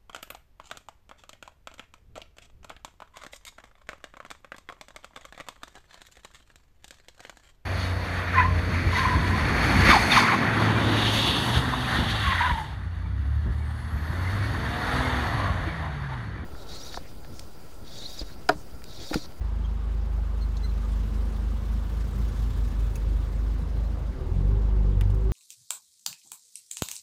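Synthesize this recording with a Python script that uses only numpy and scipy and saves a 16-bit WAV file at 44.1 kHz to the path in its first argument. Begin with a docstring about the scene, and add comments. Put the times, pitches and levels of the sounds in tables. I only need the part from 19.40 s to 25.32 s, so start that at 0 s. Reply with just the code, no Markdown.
"""A deep idle boom fills a small car waiting at a junction, joined by another car's boom that beats against it.
The idle is a set of sines locked to the firings; it revs up into a cabin resonance and pulls away, droning
panels. The crossing car adds a pulsing band of noise; tyres and ventilation are soft coloured noise. Unsteady
sines hum and whine, stick-slip tones squeak, noise bursts click, and dying sines give a low tone and soft
knocks."""
import sys
import numpy as np
from scipy import signal
from scipy.io import wavfile

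SR = 44100
rng = np.random.default_rng(int(sys.argv[2]) if len(sys.argv) > 2 else 0)


def wrap_up_sound(samples):
    """Save the sound to the file named by the first command line argument, as 16-bit audio."""
    columns = np.atleast_2d(samples).T
    # keep every value between -1 and 1, then stretch to whole-number steps
    tamed = np.clip(columns, -1, 1)
    steps = np.round(tamed * 32767).astype(np.int16)
    wavfile.write(sys.argv[1], SR, steps)


N = 261072
TIME = np.arange(N) / SR

# colour of the tyre rumble: (frequency [Hz], relative level per Hz [dB])
RUMBLE_COLOUR = [(34, -20), (60, 6), (110, 5), (160, -1), (220, -0.5), (300, -7), (380, -11.5), (500, -11),
                 (700, -28), (1200, -33)]
# colour of the rushing air: (frequency [Hz], relative level per Hz [dB])
RUSH_COLOUR = [(300, 0.5), (500, 3), (660, -3.5), (850, 2), (1080, 0), (1400, -4.5), (2200, -12.5),
               (3800, -16), (6000, -24), (10000, -34.5), (16000, -45)]
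# a wavering hum: (time [s], pitch [Hz], level [dB])
HUM_CURVE = [(0, 225.6, -55), (1.3, 224.4, -53), (1.75, 214.1, -45), (2.42, 216, -46.5),
             (2.62, 199.7, -53.5), (2.77, 191, -39), (2.92, 236.8, -59.5), (3.1, 253, -52),
             (3.7, 238.7, -56.5), (4.7, 273.1, -54), (5.2, 257.4, -56)]
# a brief higher hum as the engine gathers speed: (centre [s], half length [s], pitch [Hz], level [dB])
HIGH_HUM_SWELL = (5.79, .075, 490, -49)
# wavering whine near 380 Hz as engine overtones cross a panel resonance: (time [s], pitch [Hz], level [dB])
PANEL_WHINE = [(0, 379, -62), (4.66, 372, -63), (4.76, 381, -51), (4.83, 388, -47), (4.89, 365, -45.5),
               (4.96, 370, -56), (5.05, 378, -54), (5.1, 382, -45), (5.19, 390, -42.5), (5.25, 380, -50),
               (5.33, 376, -46), (5.42, 370, -52), (5.48, 386, -50), (5.62, 366, -55), (5.7, 380, -48),
               (5.8, 376, -44), (5.88, 382, -42.5)]
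# brief dying low sines: a low tone at 1.63 s, then two soft knocks: (time [s], level [dB], pitch [Hz], t60 [s])
LOW_DYING_SINES = [(1.63, -29.5, 102, .4), (3.719, -37.5, 315, 0.14), (4.219, -26, 159, 0.097)]
# tyre scrubs: (centre [s], half length [s], level [dB], low edge [Hz], high edge [Hz])
TYRE_SCRUBS = [(2.905, 0.14, -53, 287, 548), (4.5, 0.22, -52, 471, 681.6)]
# trim squeaks, before the treble trim: (centre [s], length scale [s], pitch [Hz], level [dB],
# weight of odd partials [dB], flutter [dB], glide [share of the pitch])
TRIM_SQUEAKS = [(0.225, .05, 435, -50, -20, 2, 0), (0.252, 0.034, 1615, -48.5, -14, 2, -.02),
                (1.03, 0.05, 2112, -50, 1, 2, -.025), (1.249, 0.046, 2046, -42.5, 1, 2, .02),
                (1.3, .035, 2035, -55, -8, 3, .01), (1.447, .04, 612, -48, -20, 2, -.014),
                (1.76, .05, 542, -47, -20, 2, -.014), (3.15, .3, 3660, -67, -20, 4, -.014),
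                (4.35, 0.16, 2072, -63, -14, 4.5, 0), (4.46, .035, 2080, -56, -14, 3, 0)]
# plastic clicks, before the treble trim: (time [s], crack level [dB], crack t60 [s], crack low edge [Hz],
# crack high edge [Hz], hollow body level [dB], body low edge [Hz], body high edge [Hz], plastic ring [dB])
PLASTIC_CLICKS = [(1.168, -50, 0.06, 4500, 7500, -42.5, 3450, 4450, -2),
                  (3.5555, -43.5, 0.04, 3000, 15800, -38.5, 2220, 2680, 6),
                  (5.6103, -32.5, 0.01, 1800, 13000, -31, 1250, 3200, -14),
                  (5.635, -59, .05, 3500, 5200, -55, 3000, 5000, -12),
                  (5.701, -53.5, .05, 3500, 12000, -49, 2700, 5000, -6),
                  (5.745, -53.5, .04, 7000, 15500, -54.5, 4900, 6000, -12)]
# modes of the plastic: (frequency [Hz], width [Hz], relative level [dB])
PLASTIC_MODES = [(5850, 280, 1), (6530, 380, 3.5), (8300, 290, -4), (11100, 270, 4.5), (14800, 300, 3)]
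# crossing car's hiss, before its puffs and the treble trim: (time [s], level [dB])
PASSING_HISS = [(0.0, -73.5), (0.87, -70), (1.61, -63.5), (2.1, -65.5), (3.05, -61.5), (3.84, -65.5),
                (5.44, -74), (5.92, -72)]
# colour of that hiss: (frequency [Hz], relative level per Hz [dB])
HISS_COLOUR = [(1000, 8), (1800, 4), (2400, -1), (3500, 1), (5000, -2.5), (7300, -6), (10000, -8.5),
               (13000, -12.5), (15500, -4.5)]
# how much faster the crossing car's boom runs than the idle's: (time [s], beat rate [per s])
BEAT_RATE = [(2.6, 3.88), (3.2, 5.64), (3.65, 2.9), (4.5, 2.7)]
# reflections from glass and roof: (delay [s], strength [gain])
CABIN_REFLECTIONS = [(.0023, 0.071), (.0037, -0.22), (.0059, 0.3), (.0086, .18), (0.011, -0.11)]
# engine speed: (time [s], firing rate [per s])
FIRING_RATE = [(0, 26.0), (0.9, 25.9), (1.6, 25.3), (2.75, 26.4), (3.3, 24.8), (3.7, 24.7), (4.3, 25.8),
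               (4.6, 25.9), (4.72, 26.5), (4.77, 35.0), (4.86, 36.5), (4.93, 43.5), (5.04, 47.4),
               (5.14, 51.0), (5.38, 50.5), (5.51, 48.0), (5.68, 47.3), (5.74, 50.0), (5.83, 52.4),
               (5.92, 51.0)]
# idle boom, at twice the firing rate, wavers and dips briefly just before the engine revs up:
# (time [s], level [dB])
IDLE_BOOM_LEVEL = [(0, -27.5), (1.5, -26), (2.6, -28), (3.6, -25.5), (4.4, -27), (4.6, -29), (4.71, -25.5)]
# overtones at idle: (multiple of the firing rate, relative level [dB])
IDLE_OVERTONES = [(1, -19), (3, 6), (4, -6), (5, -5.5), (6, -12), (7, -12), (8, -14), (9, -16)]
# main overtones surging in and out of the cabin's resonances while pulling away:
# (time [s], 2nd level [dB], 3rd level [dB], 4th level [dB])
OVERTONE_SURGES = [(4.77, -46, -48, -52), (4.83, -35, -45, -51), (4.89, -34, -42, -53),
                   (4.97, -30, -34.5, -35.5), (5.07, -27.5, -38, -43), (5.22, -33, -53, -46),
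                   (5.33, -39, -48, -43), (5.42, -37, -39, -42), (5.49, -30, -39, -39),
                   (5.58, -26, -35.5, -43), (5.69, -26, -44, -44), (5.84, -36, -44, -51)]
# lesser overtones under load, with half steps from unequal cylinders, before the cabin resonance:
# (multiple of the firing rate, level [dB])
LOAD_OVERTONES = [(1.5, -38.5), (2.5, -47), (5, -60), (6, -53.5), (10, -55)]
# panels shaken by the firings: (frequency [Hz], width [Hz], relative level [dB])
PANEL_MODES = [(382.6, 28, 6), (490, 15.6, 4.5), (817, 130, -9)]

# the car begins to creep, and the tyres rumble
RUMBLE_STANDING_DB, RUMBLE_ROLLING_DB, ROLL_START_S, ROLL_RISE_S = -46, -40.5, 1, 1.7
# the crossing car's tyres as its nose goes by
PASSING_RUMBLE_DB, PASSING_RUMBLE_S, PASSING_RUMBLE_HALF_S = -41, 1.77, 0.14
# steady air, then the rush added by the crossing car's tyres
RUSH_DB, PASSING_RUSH_DB, RUSH_NEAREST_S, RUSH_HALF_S = -50.5, -55.5, 1.94, 0.22
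WHINE_WAVER, WHINE_FLUTTER_DB = .009, 2.2  # waver is a share of the pitch
SQUEAK_JITTER, SQUEAK_ARCH = .014, .018  # shares of the pitch
BODY_T60_S = 0.03  # ring of the hollow body behind a click
TREBLE_TRIM_DB = -2.1
CANCEL_S = 2.72  # a moment when the two booms are in opposite phase
# the other boom is at half power this long before and after the nearest point
NEAREST_S, NEAR_HALF_S, OTHER_BOOM_DB = 3.35, 0.62, -33
# its overtone an octave up, relative to its boom, heard once its tail has come round
OTHER_SECOND_DB, TAIL_S, TAIL_RISE_S = -6.5, 2.62, 0.2
# the throttle opens and the engine stumbles for about one firing
LOAD_START_S, LOAD_RISE_S = 4.725, 0.035
STUMBLE_S, STUMBLE_HALF_S, STUMBLE_DB = 4.734, .015, -22
# under load the firing rate climbs into this resonance
CABIN_BOOM_HZ, CABIN_BOOM_DB, BOOM_WIDTH_OCTAVES = 49.7, -21, 0.11
IDLE_UNEVEN_DB, LOAD_UNEVEN_DB, OVERTONE_WANDER_DB = .75, 1.5, 1.7
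IDLE_OVERTONES_DB = -42  # the idle overtone levels sit on this
STANDING_OVERTONES_DB = -2.5  # upper idle overtones start softer and come up as the car creeps
OVERTONE_LAG_RAD = .3  # higher overtones are delayed more by the body, rounding each pulse
THUD_DB, THUD_T60_S, THUD_LOW_HZ, THUD_HIGH_HZ = -48.5, .05, 95, 190
DRONE_IDLE_DB, DRONE_LOAD_DB, DRONE_RISE_S = -61.5, -49, 0.08  # panel buzz
FIRING_SPREAD_DB, STRONG_WEAK_DB, PANEL_NOISE = 1.5, 4, .7
CUTOFF_HZ = 15800


def from_db(db):
    """Decibels to gain."""
    return 10 ** (np.asarray(db) / 20)


def rms_one(x):
    """Scale to unit power."""
    return x / np.sqrt(np.mean(x ** 2) + 1e-20)


def in_time(rows):
    """Each column of a curve at every sample."""
    times, *columns = np.transpose(rows)
    return [np.interp(TIME, times, column) for column in columns]


def ramp(start_s, rise_s):
    """A straight rise from 0 to 1."""
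    return np.clip((TIME - start_s) / rise_s, 0, 1)


def bump(centre_s, half_s):
    """A bell-shaped swell, 1 at its centre."""
    return np.exp(-((TIME - centre_s) / half_s) ** 2)


def nearness(nearest_s, half_s):
    """Gain of a source going past on a straight line, 1 at the nearest point."""
    return 1 / np.hypot(1, (TIME - nearest_s) / half_s)


def dying(start_s, t60):
    """A sudden start and an exponential decay."""
    return (TIME >= start_s) * from_db(-60 * np.clip((TIME - start_s) / t60, 0, 3))


def drift(rate_hz):
    """Slow chance movement with spread 1: noise through two equal low-pass poles."""
    step = 40  # drawn at every 40th sample, then joined by straight lines
    r = np.exp(-2 * np.pi * step * rate_hz / SR)
    noise = rng.standard_normal(N // step + 2002)
    slow = signal.lfilter([1], [1, -2 * r, r * r], noise)[2000:]  # drop the settling
    return np.interp(np.arange(N) / step, np.arange(len(slow)), rms_one(slow))


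def turns(hz):
    """Phase in radians of a changing frequency."""
    return 2 * np.pi * np.cumsum(hz) / SR


def band(x, low_hz, high_hz):
    """Gentle band-pass."""
    high_hz = min(max(high_hz, low_hz * 1.1), SR * .47)
    sos = signal.butter(2, [low_hz, high_hz], "band", fs=SR, output="sos")
    return signal.sosfilt(sos, x + 1e-18)


def resonate(x, modes):
    """Ring parallel two-pole resonances, each with its own width and level."""
    out = 0
    for hz, width, db in modes:
        r = np.exp(-np.pi * width / SR)
        poles = [1, -2 * r * np.cos(2 * np.pi * hz / SR), r * r]
        ring = (1 - r * r) / 2 * signal.lfilter([1, 0, -1], poles, x + 1e-18)
        out = out + from_db(db) * ring
    return out


def coloured_noise(spectrum, patchy_db):
    """Bands of noise on a spectrum, each flickering a little; unit power."""
    hz, db = np.transpose(spectrum)
    edges = np.geomspace(hz[0], hz[-1], 15)
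    white, out = rng.standard_normal((2, N)), 0
    for k, (low, high) in enumerate(zip(edges, edges[1:])):
        level_db = np.interp(np.log(low * high) / 2, np.log(hz), db)
        flicker_db = patchy_db * drift(17.0)
        # neighbouring bands draw on different noise
        out = out + band(white[k % 2], low, high) * from_db(level_db + flicker_db)
    return rms_one(out)


def burst(start_s, t60, low_hz, high_hz):
    """A dying band of noise that starts near unit power."""
    noise = rng.standard_normal(N) * dying(start_s, t60)
    return band(noise, low_hz, high_hz) * np.sqrt(SR / 2 / max(high_hz - low_hz, 100))


def tone(hz, db, waver, flutter_db):
    """A slightly unsteady sine of given pitch and level."""
    phase = turns(hz * (1 + waver * drift(11.4)))
    return from_db(db + flutter_db * drift(17)) * rms_one(np.sin(phase))


def partial(phase):
    """A sine of unit power at a chance starting phase."""
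    return rms_one(np.sin(phase + rng.uniform(0, 2 * np.pi)))


def overtone(phase, multiple, db):
    """One partial locked to the firings, its level wandering a little."""
    wave = np.cos(multiple * phase - OVERTONE_LAG_RAD * multiple ** 2)
    return from_db(db + OVERTONE_WANDER_DB * drift(16)) * rms_one(wave)


def road():
    """Tyre rumble through the floor and a rush of air; both swell as the other car goes by."""
    rolling = ramp(ROLL_START_S, ROLL_RISE_S)
    own_rumble_db = RUMBLE_STANDING_DB + rolling * (RUMBLE_ROLLING_DB - RUMBLE_STANDING_DB)
    passing_rumble = from_db(PASSING_RUMBLE_DB) * nearness(PASSING_RUMBLE_S, PASSING_RUMBLE_HALF_S)
    passing_rush = from_db(PASSING_RUSH_DB) * nearness(RUSH_NEAREST_S, RUSH_HALF_S)
    # unrelated noises add by power
    rumble_gain = np.hypot(from_db(own_rumble_db), passing_rumble)
    rush_gain = np.hypot(from_db(RUSH_DB), passing_rush)
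    rumble = band(coloured_noise(RUMBLE_COLOUR, patchy_db=1.04), 31.4, 3000)
    return rumble_gain * rumble + rush_gain * coloured_noise(RUSH_COLOUR, patchy_db=1.6)


def wavering_hum():
    """A soft sine whose pitch and level wander along a curve."""
    return tone(*in_time(HUM_CURVE), waver=0.0167, flutter_db=2.0)


def high_hum():
    """A second sine swells briefly above the panel whine in pitch."""
    centre_s, half_s, hz, db = HIGH_HUM_SWELL
    return bump(centre_s, half_s) * tone(hz, db, waver=WHINE_WAVER, flutter_db=WHINE_FLUTTER_DB)


def panel_whine():
    """An unsteady sine near 380 Hz stands for engine overtones crossing a panel resonance."""
    return tone(*in_time(PANEL_WHINE), waver=WHINE_WAVER, flutter_db=WHINE_FLUTTER_DB)


def scrubs():
    """The front tyres scrub softly as they are steered at a crawl: swells of band noise."""
    out = 0
    for centre_s, half_s, db, low, high in TYRE_SCRUBS:
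        noise = rms_one(band(rng.standard_normal(N), low, high))
        out = out + from_db(db) * bump(centre_s, half_s) * noise
    return out


def low_dying_sines():
    """Brief dying low sines: a low tone, then soft knocks."""
    out = 0
    for start_s, db, hz, t60 in LOW_DYING_SINES:
        out = out + from_db(db) * dying(start_s, t60) * np.sin(2 * np.pi * hz * (TIME - start_s))
    return out


def squeaks():
    """Trim rubbing in fluttering stick-slip tones that arch in pitch, strongest on the second partial."""
    out = np.zeros(N)
    for centre_s, length, hz, db, odd_db, flutter_db, glide in TRIM_SQUEAKS:
        since = TIME - centre_s
        swell = np.cos(np.pi * np.clip(since / (length * 1.35), -.5, .5)) ** 2
        bend = SQUEAK_JITTER * drift(227) + SQUEAK_ARCH * (swell - 1) + glide * np.tanh(since / length)
        phase = turns(hz * (1 + bend))
        odd = from_db(-11) * np.sin(phase) + from_db(-17) * np.sin(3 * phase)
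        even = np.sin(2 * phase) + from_db(-17) * np.sin(4 * phase)
        out += from_db(db + flutter_db * drift(90)) * swell * (even + from_db(odd_db) * odd)
    return out


def clicks():
    """Short noise cracks of the controls over a hollow body, each exciting the plastic's modes."""
    out = 0
    for start_s, db, t60, low, high, body_db, body_low, body_high, ring_db in PLASTIC_CLICKS:
        crack = from_db(db) * burst(start_s, t60, low, high)
        body_burst = burst(start_s, BODY_T60_S, body_low, body_high)
        body = from_db(body_db) * band(body_burst, body_low, body_high)
        out = out + crack + body + from_db(ring_db) * resonate(crack, PLASTIC_MODES)
    return out


def other_phase():
    """The crossing car's engine runs a few beats a second above the idle boom, one turn per firing."""
    firing_hz, = in_time(FIRING_RATE)
    beat_hz, = in_time(BEAT_RATE)
    idle_hz = np.interp(np.minimum(TIME, LOAD_START_S), TIME, firing_hz)  # held once the throttle opens
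    beats = np.cumsum(beat_hz) / SR
    beats_from_cancel = beats - np.interp(CANCEL_S, TIME, beats)
    return 2 * np.pi * (2 * np.cumsum(idle_hz) / SR + beats_from_cancel + .5)


def crossing_hiss(phase):
    """Hiss that puffs twice in each engine cycle of four firings."""
    hiss_db, = in_time(PASSING_HISS)
    cycle = phase / (8 * np.pi) % 1
    puff_db = np.interp(cycle, [0, .1, .4, .7, 1], [2.5, 9.3, 6.0, 9.4, 5.5])
    level_db = hiss_db + 2.0 + puff_db + 1.14 * drift(60)
    return from_db(level_db) * coloured_noise(HISS_COLOUR, patchy_db=1.7)


def crossing_boom(phase):
    """The other engine's boom swells and fades with distance, gaining an octave behind it."""
    octave_gain = ramp(TAIL_S, TAIL_RISE_S) * from_db(OTHER_SECOND_DB + 3.2 * drift(7.5))
    boom = rms_one(np.cos(phase)) + octave_gain * partial(2 * phase)
    return from_db(OTHER_BOOM_DB) * nearness(NEAREST_S, NEAR_HALF_S) * boom


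def cabin(x):
    """Close reflections from glass and roof ripple the spectrum."""
    return x + sum(gain * np.interp(TIME - delay, TIME, x, left=0) for delay, gain in CABIN_REFLECTIONS)


def firing_phase():
    """One turn per firing."""
    firing_hz, = in_time(FIRING_RATE)
    return turns(firing_hz)


def cabin_resonance():
    """The cabin answers most strongly when the firing rate meets its own boom frequency."""
    firing_hz, = in_time(FIRING_RATE)
    return 1 / np.hypot(1, np.log2(firing_hz / CABIN_BOOM_HZ) / BOOM_WIDTH_OCTAVES)


def engine_boom(phase, load):
    """The boom passes from twice the firing rate at idle to the firing rate itself under load."""
    idle_db, = in_time(IDLE_BOOM_LEVEL)
    idle = from_db(idle_db + IDLE_UNEVEN_DB * drift(31)) * rms_one(np.cos(2 * phase))
    pulling = from_db(CABIN_BOOM_DB + LOAD_UNEVEN_DB * drift(30)) * rms_one(np.cos(phase))
    return (1 - load) * idle + load * cabin_resonance() * pulling


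def engine_overtones(phase, load):
    """Partials in step with the firings, one set at idle and a surging set under load."""
    creep_db = STANDING_OVERTONES_DB * (1 - ramp(ROLL_START_S, ROLL_RISE_S))
    idling = sum(overtone(phase, multiple, IDLE_OVERTONES_DB + db + creep_db * (multiple > 3))
                 for multiple, db in IDLE_OVERTONES)
    surging = sum(overtone(phase, multiple, db) for multiple, db in enumerate(in_time(OVERTONE_SURGES), 2))
    lesser = sum(overtone(phase, multiple, db) for multiple, db in LOAD_OVERTONES)
    return (1 - load) * idling + load * (surging + cabin_resonance() * lesser)


def firing_thuds(phase):
    """Each firing starts a dying burst of low noise."""
    firing_hz, = in_time(FIRING_RATE)
    since_firing_s = phase / (2 * np.pi) % 1 / firing_hz
    noise = rng.standard_normal(N) * from_db(-60 * since_firing_s / THUD_T60_S)
    return from_db(THUD_DB) * rms_one(band(noise, THUD_LOW_HZ, THUD_HIGH_HZ))


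def panel_drone(phase):
    """Uneven firing impulses and noise shake the panels' resonances, louder under load."""
    impulses = np.diff(np.floor(phase / (2 * np.pi)), prepend=0)
    strength_db = FIRING_SPREAD_DB * drift(51) + STRONG_WEAK_DB * np.cos(phase / 2)  # strong, weak, strong
    shake = rms_one(impulses * from_db(strength_db)) + PANEL_NOISE * rng.standard_normal(N)
    level_db = DRONE_IDLE_DB + ramp(LOAD_START_S, DRONE_RISE_S) * (DRONE_LOAD_DB - DRONE_IDLE_DB)
    return from_db(level_db) * rms_one(band(resonate(shake, PANEL_MODES), 267, 960))


def engine(phase):
    """Boom, overtones and thuds dip together in the stumble; the panels drone on through it."""
    load = ramp(LOAD_START_S, LOAD_RISE_S)
    stumble = from_db(STUMBLE_DB * bump(STUMBLE_S, STUMBLE_HALF_S))
    firing_sound = engine_boom(phase, load) + engine_overtones(phase, load) + firing_thuds(phase)
    return stumble * firing_sound + panel_drone(phase)


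def scene():
    """Everything as it reaches the back seat; hiss, squeaks and clicks carry the cabin's reflections."""
    other = other_phase()
    background = road() + wavering_hum() + high_hum() + panel_whine()
    treble = from_db(TREBLE_TRIM_DB) * cabin(squeaks() + clicks() + crossing_hiss(other))
    engines = crossing_boom(other) + engine(firing_phase())
    return (background + scrubs() + low_dying_sines() + treble + engines)[None]


def record(dry):
    """A soft start; the top is cut steeply."""
    low_pass = signal.ellip(12, .1, 90, CUTOFF_HZ, fs=SR, output="sos")
    return signal.sosfilt(low_pass, dry * ramp(0, .012))


dry = scene()
out = record(dry)
wrap_up_sound(out)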